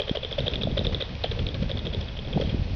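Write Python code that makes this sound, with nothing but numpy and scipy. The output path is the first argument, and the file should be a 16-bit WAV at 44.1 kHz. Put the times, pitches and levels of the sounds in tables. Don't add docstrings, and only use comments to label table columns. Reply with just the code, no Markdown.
import sys
import numpy as np
from scipy import signal
from scipy.fft import rfft, irfft, next_fast_len
from scipy.io import wavfile
from scipy.ndimage import map_coordinates

SR = 44100
rng = np.random.default_rng(int(sys.argv[2]) if len(sys.argv) > 2 else 0)


def gain_from_decibels(decibels):
    exponent = np.asarray(decibels, float) / 20
    return 10 ** exponent


def inscribe(sig):
    pcm = np.round(np.clip(np.atleast_2d(sig).T, -1, 1) * 32767)
    wavfile.write(sys.argv[1], SR, pcm.astype(np.int16))


N = 121275

# (frequency [Hz], level [dB])
AIR = [(300, -4), (1000, -0.5), (2200, 1), (3400, 1), (4600, -4), (6500, -19)]


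def unit(x):
    return x / np.sqrt(np.mean(x ** 2) + 1e-20)


def along(points, hz):
    f, v = np.transpose(points)
    return gain_from_decibels(np.interp(np.log(hz + 1), np.log(f + 1), v))


def wobble(rate, size=N):
    knots = rng.standard_normal(int(size / SR * 4000) + 8)
    return map_coordinates(knots, [2 + np.arange(size) * min(rate, 3900) / SR])


def filtered(x, response):
    m = next_fast_len(N + SR // 2)
    hz = np.fft.rfftfreq(m, 1 / SR)
    return irfft(rfft(x, m) * response(hz), m)[..., :N]


def noise(spectrum):
    return unit(filtered(rng.standard_normal(N), lambda hz: along(spectrum, hz)))


def add(out, s, x):
    i = round(s * SR)
    part = out[max(i, 0):][:len(x) + min(i, 0)]
    part += x[max(-i, 0):][:len(part)]


def glide(hz, sag, u):
    cycles = np.cumsum(hz * (1 - sag * np.minimum(u, 1))) / SR
    return np.sin(2 * np.pi * (cycles + rng.random()))


def strokes():
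    # (time [s], whistle level [dB], puff level [dB], air level [dB], moment of full force [0-1])
    downstrokes = [(-.004, -30.5, -22, -38.5, 0.5), (.071, -41.5, -36, -41, 0.9),
                   (.149, -40, -27, -35, 0.5), (.228, -33.5, -33.5, -44.5, 0.65),
                   (0.307, -38, -34, -41.5, 0.7), (.381, -30, -21.5, -34, 0.82),
                   (0.46, -30.5, -30.5, -47.5, 0.8), (.535, -31.5, -34, -38, 0),
                   (.612, -33.5, -34.5, -45, 0.19), (.769, -31.5, -24, -34.5, 0.72),
                   (.845, -32, -33, -37, 0.4), (.924, -44, -56.5, -37.5, 0.9),
                   (1.002, -29.5, -32, -36.5, 0.7), (1.238, -28, -27.5, -35, 0.1),
                   (1.312, -33, -30.5, -37, 0.2), (1.389, -35.5, -34.5, -39.5, 0.2),
                   (1.466, -33, -38, -46, 0.05), (1.543, -38, -35.5, -39.5, 0), (1.621, -43, -32, -40, 1),
                   (1.694, -39.5, -32.5, -38, 0), (1.771, -36, -37.5, -40, .24),
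                   (1.85, -40, -54, -41.5, 0.8), (1.928, -36, -42, -44, 0.9),
                   (2.008, -38.5, -43, -56.5, 0.42), (2.082, -40, -47, -47, 0.3),
                   (2.165, -42.5, -44.5, -47, .3), (2.248, -45, -41.5, -54, 0.1),
                   (2.328, -35.5, -37, -54, 0.32), (2.411, -35.5, -31.5, -39, 0),
                   (2.492, -37, -36, -46.5, 0.3)]
    # (time [s], whistle onset pitch [Hz], puff pitch [Hz], fade [share of a stroke])
    effort = [
        (0, 3715, 640, 0.21),
        (0.499, 3758, 616, 0.44),
        (1.001, 3830, 585, .65),
        (1.25, 4040, 505, 0.41),
        (1.451, 4070, 584, .25),
        (1.8, 3880, 598, 0.19),
        (2.1, 3710, 614, .4),
        (2.5, 3426, 603, 0.7),
    ]
    stroke_s, puff_s = 0.012, 0.016
    end_hz = 3127
    rough = 0.42
    second_ratio, second_db = 0.75, -10
    under_ratio, under_db = 0.733, -11.5
    puff_sag = 0.16
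    out, t, air = np.zeros(N), np.arange(SR // 25) / SR, noise(AIR)
    size = len(t)
    u, v = t / stroke_s, np.minimum(t / puff_s, 1)
    when, *courses = np.transpose(effort)

    def flutter():
        return 1 - rough + rough * wobble(700, size=size)

    for s, whistle_db, puff_db, air_db, crest in downstrokes:
        hz, puff_hz, fade = [np.interp(s, when, c) for c in courses]
        crest = np.clip(crest, 0.08, 0.92)
        rise = np.minimum(1, t / 0.0012) * (0.55 + 0.45 * (u / crest) ** 2)
        fall = np.exp(-np.abs((u - crest) / fade) ** 2)
        force = np.where(u < crest, rise, fall)

        sag, sink = 1 - end_hz / hz, u / (crest + fade)
        whistle = flutter() * glide(hz, sag, sink)
        whistle += gain_from_decibels(second_db) * flutter() * glide(hz * second_ratio, sag, sink)

        hollow = glide(puff_hz * (1 + 0.03 * rng.standard_normal()), puff_sag, v)
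        hollow += gain_from_decibels(under_db + rng.normal(0, 3.4)) * glide(puff_hz * under_ratio, puff_sag, v)
        puff = np.sin(np.pi * v ** 0.88) * (1 + 0.54 * wobble(120, size=size)) * hollow

        grain = gain_from_decibels(2 * wobble(577, size=size))
        swell = 0.4 * force + np.sin(np.pi * v ** 0.97) ** 0.29
        swish = swell * grain * air[rng.integers(N // 2):][:size]

        beat = gain_from_decibels(whistle_db - 2 - 3.5) * unit(force * whistle)
        beat += gain_from_decibels(puff_db - 6 - 1.5) * unit(puff)
        beat += gain_from_decibels(air_db - 2 - 4.5) * unit(swish)
        add(out, s, beat)
    return out


def snaps():
    # (time [s], peak level [dB], pitch [Hz], thud level relative to peak [dB])
    snap_events = [(.0181, -19, 3450, -18), (.094, -18, 3420, -7), (.1704, -19, 3290, -6),
                   (.2474, -18.5, 3380, -13), (.3259, -20.5, 3435, -14.5), (.4036, -23.5, 3730, -5),
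                   (.4797, -13, 3530, -11.5), (.5562, -18.5, 3535, -25), (.6335, -16, 3630, -12),
                   (.714, -29, 3480, -6), (.7909, -18, 3723, -8), (.8675, -16.5, 3615, -10),
                   (.9457, -16, 3590, -11), (1.0222, -17.5, 3694, -10), (1.2584, -23.5, 3290, -11),
                   (1.4876, -22.5, 3520, -13), (1.7138, -20.5, 3510, -12.5), (1.7908, -24, 3550, -20),
                   (1.8676, -21.5, 3500, -9), (1.946, -24, 3600, -7), (2.027, -33, 3500, -15),
                   (2.1893, -26, 3370, -11.5), (2.2735, -33, 3300, -2), (2.3555, -33, 3500, -15),
                   (2.4369, -31, 3470, -20), (2.4571, -32, 3290, -18), (.0805, -28, 3200, -20),
                   (.157, -23, 3150, -20), (.4662, -20, 3400, -20), (.6205, -25, 3500, -20),
                   (.778, -21, 3350, -15), (1.248, -26, 3300, -8), (1.7035, -29, 3300, -20)]
    rise_s, fall_s, sag, crack_db = 0.0016, 0.0013, 0.15, -15
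    bounce_s, bounce_db = 0.0058, -12
    thud_hz, thud_peak_s, thud_lag_s, thud_gain_db = 510, 0.002, 0.00074, 4
    out, gate, t = np.zeros(N), np.zeros(N), np.arange(SR // 25) / SR
    rise = np.sin(np.pi / 2 * np.minimum(t / rise_s, 1)) ** 2
    shape = rise * np.exp(-(np.maximum(t - rise_s, 0) / fall_s) ** 0.85)
    thud_shape = t / thud_peak_s * np.exp(1 - t / thud_peak_s)
    for s, db, hz, thud_db in snap_events:
        add(out, s, gain_from_decibels(db) * shape * glide(hz * (1 + sag / 2), sag, t / 0.0033))
        bounce = gain_from_decibels(db + bounce_db + rng.normal(0, 2)) * shape * glide(hz, sag / 2, t / 0.004)
        add(out, s + bounce_s, bounce)
        add(gate, s, gain_from_decibels(db + crack_db) * shape)
        thud = thud_shape * glide(thud_hz * (1 + 0.054 * rng.standard_normal()), 0.18, t / 0.0093)
        add(out, s + thud_lag_s, gain_from_decibels(db + thud_db + thud_gain_db) * thud)
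    return out + gate * noise(AIR)


def field(x):
    echo_t60, echo_lag_s = 0.31, 0.0091
    t, out, step = np.arange(SR // 3) / SR, np.zeros(N), SR // 13
    air = noise(AIR)
    decay = gain_from_decibels(-60 * t / echo_t60) * (t > echo_lag_s)
    for i in range(0, N, step):
        tail = np.roll(air, -rng.integers(N))[:len(t)] * decay
        add(out, i / SR, signal.fftconvolve(x[i:i + step], tail / np.linalg.norm(tail)))
    return out


def wind():
    # (time [s], wind strength [dB], sharpness [dB])
    gusts = [(0, -39, -18.5), (0.362, -33.5, -1.5), (0.411, -28.5, -7), (0.599, -34, 14), (0.718, -31, 2.5),
             (.92, -29, 3), (1.201, -32, -16), (1.402, -28, -5.5), (1.952, -30, -1), (2.222, -32.5, -7),
             (2.37, -29.5, 7), (2.75, -29.5, -10)]
    # (time [s], swing [full scale, push +, pull -], pitch [Hz])
    bumps = [(.1141, -.23, 180), (.3982, -.08, 105), (.409, .07, 120), (.4252, .09, 105), (.4379, .07, 110),
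             (.4435, -.11, 107), (.5363, .07, 86), (.6403, -.07, 132), (.652, .06, 110), (.6565, -.12, 148),
             (.6722, -.08, 198), (.6794, -.08, 100), (.6869, .09, 177), (.7093, -.07, 106),
             (.7275, .12, 124), (.7415, .08, 110), (.75, -.08, 80), (.7877, -.07, 75), (.7942, .1, 125),
             (.818, .08, 212), (.8459, -.06, 80), (.8518, .08, 90), (.8749, .14, 81), (.8844, -.07, 70),
             (.9291, -.07, 109), (1.3003, .1, 80), (1.3967, -.09, 87), (1.4027, .07, 100),
             (1.4122, -.09, 141), (1.4171, .05, 100), (1.4217, -.07, 100), (1.4654, .07, 93),
             (1.5508, .07, 109), (1.5985, .08, 72), (1.6226, -.12, 160), (1.6257, .14, 170),
             (1.6415, .09, 110), (1.6632, -.08, 131), (1.9058, .08, 93), (1.9784, .1, 120),
             (1.9821, -.08, 128), (2.3472, -.09, 126), (2.3619, -.08, 190), (2.365, .1, 170),
             (2.3682, -.19, 168), (2.3746, -.14, 196), (2.3803, .07, 177), (2.4161, -.08, 204),
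             (2.4505, .09, 146), (2.4588, -.11, 82), (2.4761, -.15, 140), (2.4961, -.1, 80),
             (2.5302, .14, 140), (2.5475, .2, 200), (2.5526, -.08, 70), (2.5977, -.11, 111),
             (2.6185, -.11, 95), (2.6246, .1, 90), (2.657, .09, 95), (2.7346, .08, 80)]
    # (frequency [Hz], spectral density [dB per Hz])
    rumble = [(15, -2), (40, -0.5), (80, -0.5), (160, -12.5), (300, -21), (600, -51)]
    # (frequency [Hz], spectral density [dB per Hz])
    rasp = [(60, -9), (150, 3.5), (300, -4), (550, -7.5), (900, -25), (1500, -41.5)]
    rasp_db, rasp_grows = -10, 2.6
    bump_cycles, bump_db = 0.26, 0.5
    s, *cols = np.transpose(gusts)
    gust_db, sharp_db = [np.interp(np.arange(N) / SR, s, c) for c in cols]
    mean_db = gust_db.mean()
    out = gain_from_decibels(gust_db) * unit(gain_from_decibels(1.5 * wobble(22)) * noise(rumble))
    rasp_level = gain_from_decibels(mean_db + rasp_grows * (gust_db - mean_db) + sharp_db + rasp_db)
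    out += rasp_level * unit(gain_from_decibels(2.5 * wobble(45)) * noise(rasp))
    t = np.arange(SR // 20) / SR
    for s, swing, hz in bumps:
        c = t * hz - 1
        bump = np.cos(2 * np.pi * c) * np.exp(-(c / bump_cycles) ** 2 / 2)
        add(out, s - 1 / hz, swing * gain_from_decibels(bump_db) * bump)
    return out


def eddies():
    # (time [s], peak level [dB], pitch [Hz])
    shed = [(.671, -20.5, 686), (0.706, -26.5, 543), (.811, -27.5, 640), (.894, -32, 560),
            (1.242, -23.5, 747), (1.372, -30, 600), (2.36, -28.5, 463), (2.374, -25.5, 792),
            (2.399, -20, 520), (2.421, -29.5, 551), (2.541, -23.5, 476)]
    out, t = np.zeros(N), np.arange(SR // 25) / SR
    for s, db, hz in shed:
        u = np.minimum(t * hz / 5.4, 1)
        shape = np.sin(np.pi * u ** 0.71) * (1 + 0.45 * wobble(180, size=len(t)))
        add(out, s, gain_from_decibels(db) * shape * glide(hz, 0.26, u))
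    return out


def stalks():
    # (time [s], peak level [dB], pitch [Hz])
    ticks = [(.1176, -40, 5400), (.3222, -36, 5400), (.5157, -41, 5400), (.627, -41, 5400),
             (.841, -37, 5400), (1.1525, -30, 2500), (1.153, -34, 3500), (2.0113, -34, 5400),
             (2.0453, -38, 4500), (2.177, -43, 5400), (2.4019, -35, 4600), (2.4124, -36, 5400),
             (2.4245, -37, 1900), (2.472, -38, 4000)]
    tick_t60 = 0.007
    out, t = np.zeros(N), np.arange(SR // 50) / SR
    for s, db, hz in ticks:
        ring = glide(hz, 0.1, t / 0.004) + 0.7 * (hz / 5400) ** 2 * rng.standard_normal(len(t))
        add(out, s, gain_from_decibels(db + 2 - 60 * t / tick_t60) * ring)
    return out


def camera():
    # (frequency [Hz], spectral density [dB per Hz])
    hiss = [(120, -25), (200, -2), (285, -23.5), (477, 1.5), (1240, -12), (2800, -9), (3390, -8),
            (5360, -17.5), (6780, -32), (8810, -63.5), (14900, -120)]
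    # (frequency [Hz], level [dB])
    tones = [
        (2517, -60.5),
    ]
    t = np.arange(N) / SR
    whine = np.zeros(N)
    for hz, db in tones:
        whine += gain_from_decibels(db + 3.5) * np.sin(2 * np.pi * hz * t + 0.59 * wobble(7.2))
    hiss_level = gain_from_decibels(-44 + 0.7 * wobble(8) + 1.3 * wobble(350))
    return hiss_level * noise(hiss) + whine


def scene():
    bird = strokes() + snaps()
    mix = bird + gain_from_decibels(-18.5) * field(bird)
    mix = mix + stalks() + eddies() + wind() + camera()
    return mix[None]


def low_pass(x):
    return signal.sosfilt(signal.butter(12, 15800, fs=SR, output="sos"), x)


def record(dry):
    low_hz, top_hz, top_steep = 21, 6554, 15.4

    def passband(hz):
        low_cut = hz ** 2 / (hz ** 2 + low_hz ** 2)
        return low_cut / (1 + (hz / top_hz) ** top_steep) ** 2 * (hz < 7300)

    band = filtered(dry, passband)
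    mix = band + gain_from_decibels(-97) * rng.standard_normal(band.shape)
    return low_pass(mix)


dry = scene()
out = record(dry)
inscribe(out)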